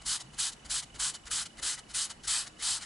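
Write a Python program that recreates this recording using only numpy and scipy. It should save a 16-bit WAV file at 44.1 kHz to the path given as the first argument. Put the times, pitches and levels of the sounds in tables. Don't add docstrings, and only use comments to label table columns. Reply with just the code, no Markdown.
import sys
import numpy as np
from scipy import signal
from scipy.fft import rfft, irfft, next_fast_len
from scipy.io import wavfile
from scipy.ndimage import uniform_filter1d, map_coordinates

SR = 44100
rng = np.random.default_rng(int(sys.argv[2]) if len(sys.argv) > 2 else 0)


def output_pcm(signal):
    pcm = np.clip(np.atleast_2d(signal).T, -1, 1) * 32767
    wavfile.write(sys.argv[1], SR, np.round(pcm).astype(np.int16))


def field_ratio(decibels):
    return 10 ** (np.asarray(decibels, dtype=float) / 20)


N = 125685


def unit(x):
    return x / np.sqrt(np.mean(x ** 2) + 1e-20)


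def along(points, hz):
    f, v = np.transpose(points)
    return np.interp(np.log(hz + 1), np.log(f + 1), v)


def peaks(table, hz):
    return sum(db / (1 + (2 * (hz - centre) / width) ** 2) for centre, width, db in table)


def filtered(x, response):
    m = next_fast_len(N + SR // 2)
    return irfft(rfft(x, m) * response(np.fft.rfftfreq(m, 1 / SR)), m)[..., :N]


def wobble(rate_hz):
    knots = rng.standard_normal(int(N * 400 / SR))
    return map_coordinates(knots, [np.arange(N) * rate_hz / SR])


def knee(x, rounding):
    return rounding * np.logaddexp(0, x / rounding)


def pair(source, gain, alike, patchy_db):
    z = signal.stft(source, nperseg=512)[2]
    field = rng.standard_normal(z.shape[1:])
    field = uniform_filter1d(field, size=5, axis=0)
    field = uniform_filter1d(field, size=8, axis=1)
    two = signal.istft(z * field_ratio(patchy_db * unit(field)), nperseg=512)[1][:, :N]

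    def mid_side(hz):
        turn = np.arccos(np.clip(along(alike, hz), -1, 1)) / 2
        return gain(hz) * [np.cos(turn), np.sin(turn)]

    mid, side = filtered(two, mid_side)
    return unit(np.array([mid + side, mid - side]))


# freq_hz, density_db (dB per Hz)
HUM_SPECTRUM = [(15, -38), (25, 0.5), (162, -2.5), (374, -7.5), (436, -8), (522, -9), (592, -12),
                (653, -33), (700, -11), (910, -37), (1540, -120)]
# centre_hz, width_hz, level_db
DRONES = [(47, 6.1, -1), (141, 33, 3.5), (223.6, 14, 6), (311, 11, 4)]
# freq_hz, density_db (dB per Hz)
AIR_SPECTRUM = [(400, -4.5), (700, 5), (1400, 2), (2200, -0.5), (4000, -5.5), (7200, -8), (7850, -3.5),
                (8500, -10)]
# freq_hz, likeness (share)
ROOM_LIKENESS = [(30, .99), (60, 0.94), (130, 0.98), (270, 0.76), (570, 0.25), (1220, 0.17), (2580, 0.12),
                 (5470, 0.56), (11600, 0.66)]


def quiet():
    def noise():
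        return rng.standard_normal((2, N))

    hum = pair(noise(), lambda hz: field_ratio(along(HUM_SPECTRUM, hz) + peaks(DRONES, hz)), ROOM_LIKENESS, patchy_db=1.0)
    air = pair(noise(), lambda hz: field_ratio(along(AIR_SPECTRUM, hz)), ROOM_LIKENESS, patchy_db=1.6)
    return field_ratio(-58.5) * hum + field_ratio(-58) * air


# delay_s, half_width_s, peak_db, phase_turns, even_frame_extra_db
BLIPS = [(-0.0025, 0.0024, -63.5, 0.054, 5), (0.0064, 0.0045, -57, 0.011, -1.2),
         (0.001, 0.004, -66, 0.0052, -.8)]
BLIP_PITCHES = [2982, 2952, 2652]


def buzz():
    t = np.arange(N) / SR
    frame_rate_hz, right_db = 30, 3.1
    blips = 0
    for hz, (delay, half_width, db, turns, even_db) in zip(BLIP_PITCHES, BLIPS):
        frame = (t - delay) * frame_rate_hz
        off_s = ((frame + .5) % 1 - .5) / frame_rate_hz
        level_db = db + even_db * np.cos(np.pi * frame) - 6.4 * (off_s / half_width) ** 2 + 2.8 * wobble(39.2)
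        blips = blips + field_ratio(level_db) * np.sin(2 * np.pi * (hz * t + turns) + .5 * wobble(110))
    return blips * field_ratio(np.array([[-right_db], [right_db]]))


# start_s, peak_db, pitch_hz, t60_s
THUMPS = [(0.002, -43, 51.4, 0.098), (0.054, -47, 44, 0.27), (0.325, -47, 52, 0.11), (0.36, -51, 38, .2),
          (0.642, -43.5, 62, 0.13), (0.691, -44.5, 44.6, 0.23), (0.942, -43, 54.6, .1),
          (0.99, -47.5, 47.8, 0.27), (1.25, -40.5, 51.7, 0.086), (1.3, -48, 49.7, 0.2),
          (1.575, -42, 38, 0.088), (1.62, -46.5, 48, 0.18), (1.888, -47, 45, .12), (1.925, -50, 44, 0.2),
          (2.229, -45, 45, 0.12), (2.27, -51, 45.6, 0.4), (2.62, -57, 40, .2), (2.68, -52.5, 52.5, 0.15),
          (2.74, -53, 42, .12)]
# start_s, level_db, pitch_hz, t60_s
KNOCKS = [(0.04, -55, 145, .08), (0.242, -44.5, 134, 0.12), (0.292, -45, 139, 0.1), (0.39, -49, 164, 0.089),
          (0.53, -55, 216, 0.13), (0.659, -55, 300, 0.14), (1.584, -49, 275, 0.12), (1.625, -52, 309, 0.15),
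          (1.59, -58.5, 548, 0.4), (1.59, -48, 129, .1), (1.765, -49, 135, 0.066), (2.005, -55, 215, .08)]


def table():
    out, t = np.zeros(N + SR), np.arange(SR // 3) / SR
    rise_s, climb_per_s = 0.014, 2.8
    soft = 1 - np.exp(-t / rise_s)
    for rows, bend in ((THUMPS, .93 + climb_per_s * t / 2), (KNOCKS, 1)):
        for start, db, hz, t60 in rows:
            ring = np.sin(2 * np.pi * hz * t * bend)
            out[round(start * SR):][:len(t)] += field_ratio(db + 4.5 - 60 * t / t60) * ring * soft
    return out[:N]


def slips(share, spread_db):
    ticks = rng.random((2, N)) < share
    return unit(ticks * rng.standard_normal((2, N)) * field_ratio(spread_db * rng.standard_normal((2, N))))


# centre_hz, width_hz, level_db
SHEET_MODES = [(1380, 310, 3), (2000, 40, 6), (2046, 260, 0), (2706, 82, -12), (3020, 320, 2),
               (3400, 72, -7), (4170, 300, 0.5), (5570, 300, 0.5), (5750, 440, -3), (6200, 76, 2.5),
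               (7000, 160, 4.5), (8750, 350, -3.5), (9800, 300, 3.5), (9900, 150, -1)]


def sheet(spectrum):
    return lambda hz: field_ratio(along(spectrum, hz) + peaks(SHEET_MODES, hz))


# freq_hz, likeness (share)
RUB_LIKENESS = [(500, 0.89), (1200, 0.92), (2600, 0.98), (5500, 0.92), (11000, 0.99)]


def rubbed(share, spread_db, gain, patchy_db):
    return pair(slips(share, spread_db), gain, RUB_LIKENESS, patchy_db)


# peak_s, half_width_s, level_db, rise_share (rise time over half width)
TOUCHES = [
    (0.02, 0.0059, -50.5, 1),
    (0.344, 0.013, -54.5, 1.15),
    (0.662, 0.0091, -48.5, 1.06),
    (0.962, 0.012, -49.1, 1.15),
    (1.272, 0.0093, -44.5, 0.56),
    (1.596, 0.009, -46.5, 1.15),
    (1.911, 0.016, -49, 1.1),
    (2.254, 0.015, -44, 1.03),
    (2.615, 0.016, -42, 1.17),
]
# peak_s, half_width_s, level_db, rise_share (rise time over half width)
LIFTS = [
    (0.211, 0.012, -41.5, 1.03),
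    (0.53, 0.0096, -46, 1.06),
    (0.833, 0.01, -43, 1.06),
    (1.149, 0.012, -39.5, 0.74),
    (1.463, 0.0086, -42.5, 0.91),
    (1.788, 0.012, -43.5, .93),
    (2.108, 0.013, -40.5, 0.83),
    (2.476, 0.0097, -43.5, 1.2),
    (2.83, 0.016, -40, 0.99),
]
# peak_s, half_width_s, level_db, rise_share (rise time over half width)
GRAZES = [
    (0.649, .005, -59, 0.52),
    (0.946, .005, -58, .6),
    (1.257, 0.0055, -49, 0.53),
    (1.574, .007, -53, .4),
    (2.238, 0.0053, -57, 0.72),
    (2.597, .006, -69, .7),
]


def bells():
    peak_s, half_width_s, db, rise = np.transpose(TOUCHES + LIFTS + GRAZES)[:, :, None]
    t = np.arange(N) / SR
    side_s = half_width_s * np.where(t < peak_s, rise, 2 - rise)
    return field_ratio(db - 7.3 * ((t - peak_s) / side_s) ** 2)


TOUCH_LOW_DB = [-12, -12, -9.5, -6.5, -2.5, -6.5, -9, -11, -8.5]
LIFT_LOW_DB = [-14.5, -15, -12, -13.5, -9, -11, -13, -6, -8.5]
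TOUCH_DEEP_DB = [-13, -4.5, -14, -20, -26, -14, -23, -28, -26]
LIFT_DEEP_DB = [-12.5, -23, -13.5, -19, -19, -14.5, -15.5, -12.5, -26]
# freq_hz, density_db (dB per Hz)
SCUFF_SPECTRUM = [(1500, -28), (2400, -19), (2900, 1), (3500, 1.5), (4500, 2), (8000, 0.5), (10000, -3.5),
                  (12000, -6.5)]
LOW_SPECTRUM = [(600, -40), (1000, -19), (1300, -0.5), (1600, 0.5), (2100, 1.5), (2500, -2), (3200, -8),
                (5000, -43)]
DEEP_SPECTRUM = [(350, -37), (600, -3.5), (800, 0.5), (1200, 0), (1500, -22), (2500, -50)]


def scuffs():
    t = np.arange(N) / SR
    rest_db, edge_s = -59.5, 0.011
    rest = 0
    for touch, lift in zip(TOUCHES, LIFTS):
        outside_s = knee(touch[0] - t, edge_s) + knee(t - lift[0], edge_s)
        rest = rest + field_ratio(rest_db - 6 * outside_s / edge_s)
    each = bells()
    top = np.hypot(each.sum(axis=0), rest)
    low = field_ratio(np.array(TOUCH_LOW_DB + LIFT_LOW_DB + [-8.5] * len(GRAZES))) @ each + field_ratio(-6) * rest
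    deep = field_ratio(np.array(TOUCH_DEEP_DB + LIFT_DEEP_DB + [-18] * len(GRAZES))) @ each + field_ratio(-5) * rest
    stutter = field_ratio(1.2 * wobble(170))
    return (stutter * top * rubbed(.6, -0.4, sheet(SCUFF_SPECTRUM), patchy_db=0.7)
            + low * rubbed(.6, 2.0, sheet(LOW_SPECTRUM), patchy_db=2.4)
            + deep * rubbed(.6, 0.7, sheet(DEEP_SPECTRUM), patchy_db=1.1))


# grip_s, hold_s (grip to braking), level_db, brake_db_per_s, top_s (grip to top speed)
STROKES = [
    (0.063, 0.1, -31.5, 637.5, 0.059),
    (0.389, 0.11, -31.5, 900, 0.036),
    (0.704, 0.1, -32.5, 1260.0, 0.038),
    (0.999, 0.099, -32, 550.0, 0.044),
    (1.313, 0.12, -32.5, 1088, 0.047),
    (1.628, 0.12, -33, 733, 0.048),
    (1.947, 0.11, -32.5, 580.0, 0.048),
    (2.278, 0.15, -31, 190.0, 0.054),
    (2.626, 0.15, -31.5, 480, 0.065),
]
# low_db, sheen_db, bite_db, sag_db_per_s
PRESS = [(-1, -2.7, -1, 30), (0.3, -1.5, -2, 152), (0, -0.5, 0.3, 30), (0.7, 0.5, .6, 30),
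         (1.1, 0, 0.2, 17), (1.3, 0, .1, 21), (0, .1, 2.3, 27.5), (1.4, 2.2, 0.7, 35), (1.1, 1.4, 1.5, 26)]


def drag_level():
    t = np.arange(N) / SR
    grip_db_per_s, grip_round_s, brake_round_s = 1750, .0005, 0.0022
    arch_db_per_s2, sag_lead_s = 981, 0.02
    drag = 0
    for (grip, hold, db, brake, top), (*_, sag) in zip(STROKES, PRESS):
        since = t - grip
        level_db = db - grip_db_per_s * knee(-since, grip_round_s) - arch_db_per_s2 * (since - top) ** 2
        level_db = level_db - brake * knee(since - hold, brake_round_s)
        drag = drag + field_ratio(level_db - sag * knee(since - hold + sag_lead_s, .004))
    return drag


# freq_hz, density_db (dB per Hz)
HISS_SPECTRUM = [(1800, -47), (2600, -17), (2950, -4), (4300, -1.4), (6000, -2.5), (8000, -5),
                 (10800, -3.5), (12000, -15.5)]
CHEST_SHARE = [0.029, 0.013, -0.038, -0.078, -0.066, -0.019, -0.013, 0.34, 0.21]


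def hiss(drag, judder, stroke):
    centre_hz, width_hz = 4570, 1800
    rub = drag * judder * rubbed(.8, .8, sheet(HISS_SPECTRUM), patchy_db=0.4)
    chest = filtered(rub, lambda hz: np.exp(-(2 * (hz - centre_hz) / width_hz) ** 2))
    return rub + np.array(CHEST_SHARE)[stroke] * chest


# freq_hz, density_db (dB per Hz)
BODY_SPECTRUM = [(500, -70), (680, -10.5), (800, -5), (1250, -1.5), (1650, 0), (2300, -5.5), (2700, 3.5),
                 (3300, -61)]


def body(drag, since, low_db):
    full = drag.max()
    buckle_db = 3 * np.exp(-np.abs(since) / 0.0083)
    level = field_ratio(-13.5 + low_db + buckle_db) * full * (drag / full) ** .8
    return level * rubbed(.6, 2.3, sheet(BODY_SPECTRUM), patchy_db=1.8)


# freq_hz, density_db (dB per Hz)
SHEEN_SPECTRUM = [(6000, -120), (6800, -43), (7200, -8), (7900, -5.5), (8350, -3.5), (8650, -42),
                  (9500, -120)]


def sheen(drag, judder, since, sheen_db):
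    full = drag.max()
    glide_share, glide_s = 0.02, 0.072
    turn = np.pi / 2 * np.clip(since / glide_s, 0, 1)
    low, high = (rubbed(.3, 1.0, lambda hz: field_ratio(along(SHEEN_SPECTRUM, hz / (1 + side * glide_share))), patchy_db=-0.5)
                 for side in (-1, 1))
    level = field_ratio(-5 + sheen_db) * full * (drag / full) ** 1.37
    return level * judder * (np.cos(turn) * low + np.sin(turn) * high)


# freq_hz, density_db (dB per Hz)
BITE_SPECTRUM = [(4500, -62), (6000, -7), (7500, -12), (9000, 13), (10500, -20), (12000, -4)]


def bite(drag, since, bite_db):
    t60_s = 0.37
    level = drag * field_ratio(-7 + 2 * bite_db - 60 * np.clip(since, 0, None) / t60_s)
    return level * rubbed(0.6, 1.5, sheet(BITE_SPECTRUM), patchy_db=2.5)


# start_s, peak_db
SNAPS = [
    (1.0335, -26),
    (1.3977, -19.5),
    (1.5982, -36),
    (1.701, -23),
    (2.251, -31),
    (2.3015, -21),
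]


def snaps():
    out, t = np.zeros(N), np.arange(SR // 500) / SR
    pitch_hz, t60_s = 7200, .0012
    for start, db in SNAPS:
        out[round(start * SR):][:len(t)] += field_ratio(db - 60 * t / t60_s) * np.cos(2 * np.pi * pitch_hz * t)
    return out


def eraser():
    t = np.arange(N) / SR
    drag = drag_level()
    judder = field_ratio(.3 * wobble(60) + .5 * wobble(220))
    grips = np.array([row[0] for row in STROKES])
    stroke = np.clip(np.searchsorted(grips, t + .03) - 1, 0, None)
    since = t - grips[stroke]
    low_db, sheen_db, bite_db, _ = np.transpose(PRESS)[:, stroke]
    return (hiss(drag, judder, stroke) + body(drag, since, low_db) + sheen(drag, judder, since, sheen_db)
            + bite(drag, since, bite_db) + scuffs() + snaps())


# time_s, lean (share of the middle that leans left)
DRIFT = [(0, .03), (1.5, 0.064), (2.85, 0.12)]


def leaning(rub):
    top_hz = 6660
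    middle = filtered(rub.mean(axis=0), lambda hz: 1 / (1 + (hz / top_hz) ** 8))
    lean = np.interp(np.arange(N) / SR, *np.transpose(DRIFT)) * middle
    return rub + np.array([lean, -lean])


# freq_hz, t60_s
ROOM_DECAY = [(300, 0.2), (2000, 0.45), (10000, 0.3)]


def room(x):
    hz, t, z = signal.stft(rng.standard_normal((2, SR // 2)), SR, nperseg=256)
    fade = field_ratio(-60 * t / along(ROOM_DECAY, hz)[:, None])
    tail = signal.istft(z * fade, SR, nperseg=256)[1]
    return signal.fftconvolve(x, tail / np.linalg.norm(tail[0]), axes=1)[:, :N]


def scene():
    rub = leaning(eraser())
    return rub + field_ratio(-19.5) * room(rub) + table() + quiet() + buzz()


def top_cut(x):
    return signal.sosfilt(signal.butter(12, 11600, fs=SR, output="sos"), x)


def record(dry):
    top_hz, edge_hz = 11012, 28
    mix = filtered(dry, lambda hz: field_ratio(-6 * np.logaddexp(0, (hz - top_hz) / edge_hz)))
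    return top_cut(mix)


dry = scene()
out = record(dry)
output_pcm(out)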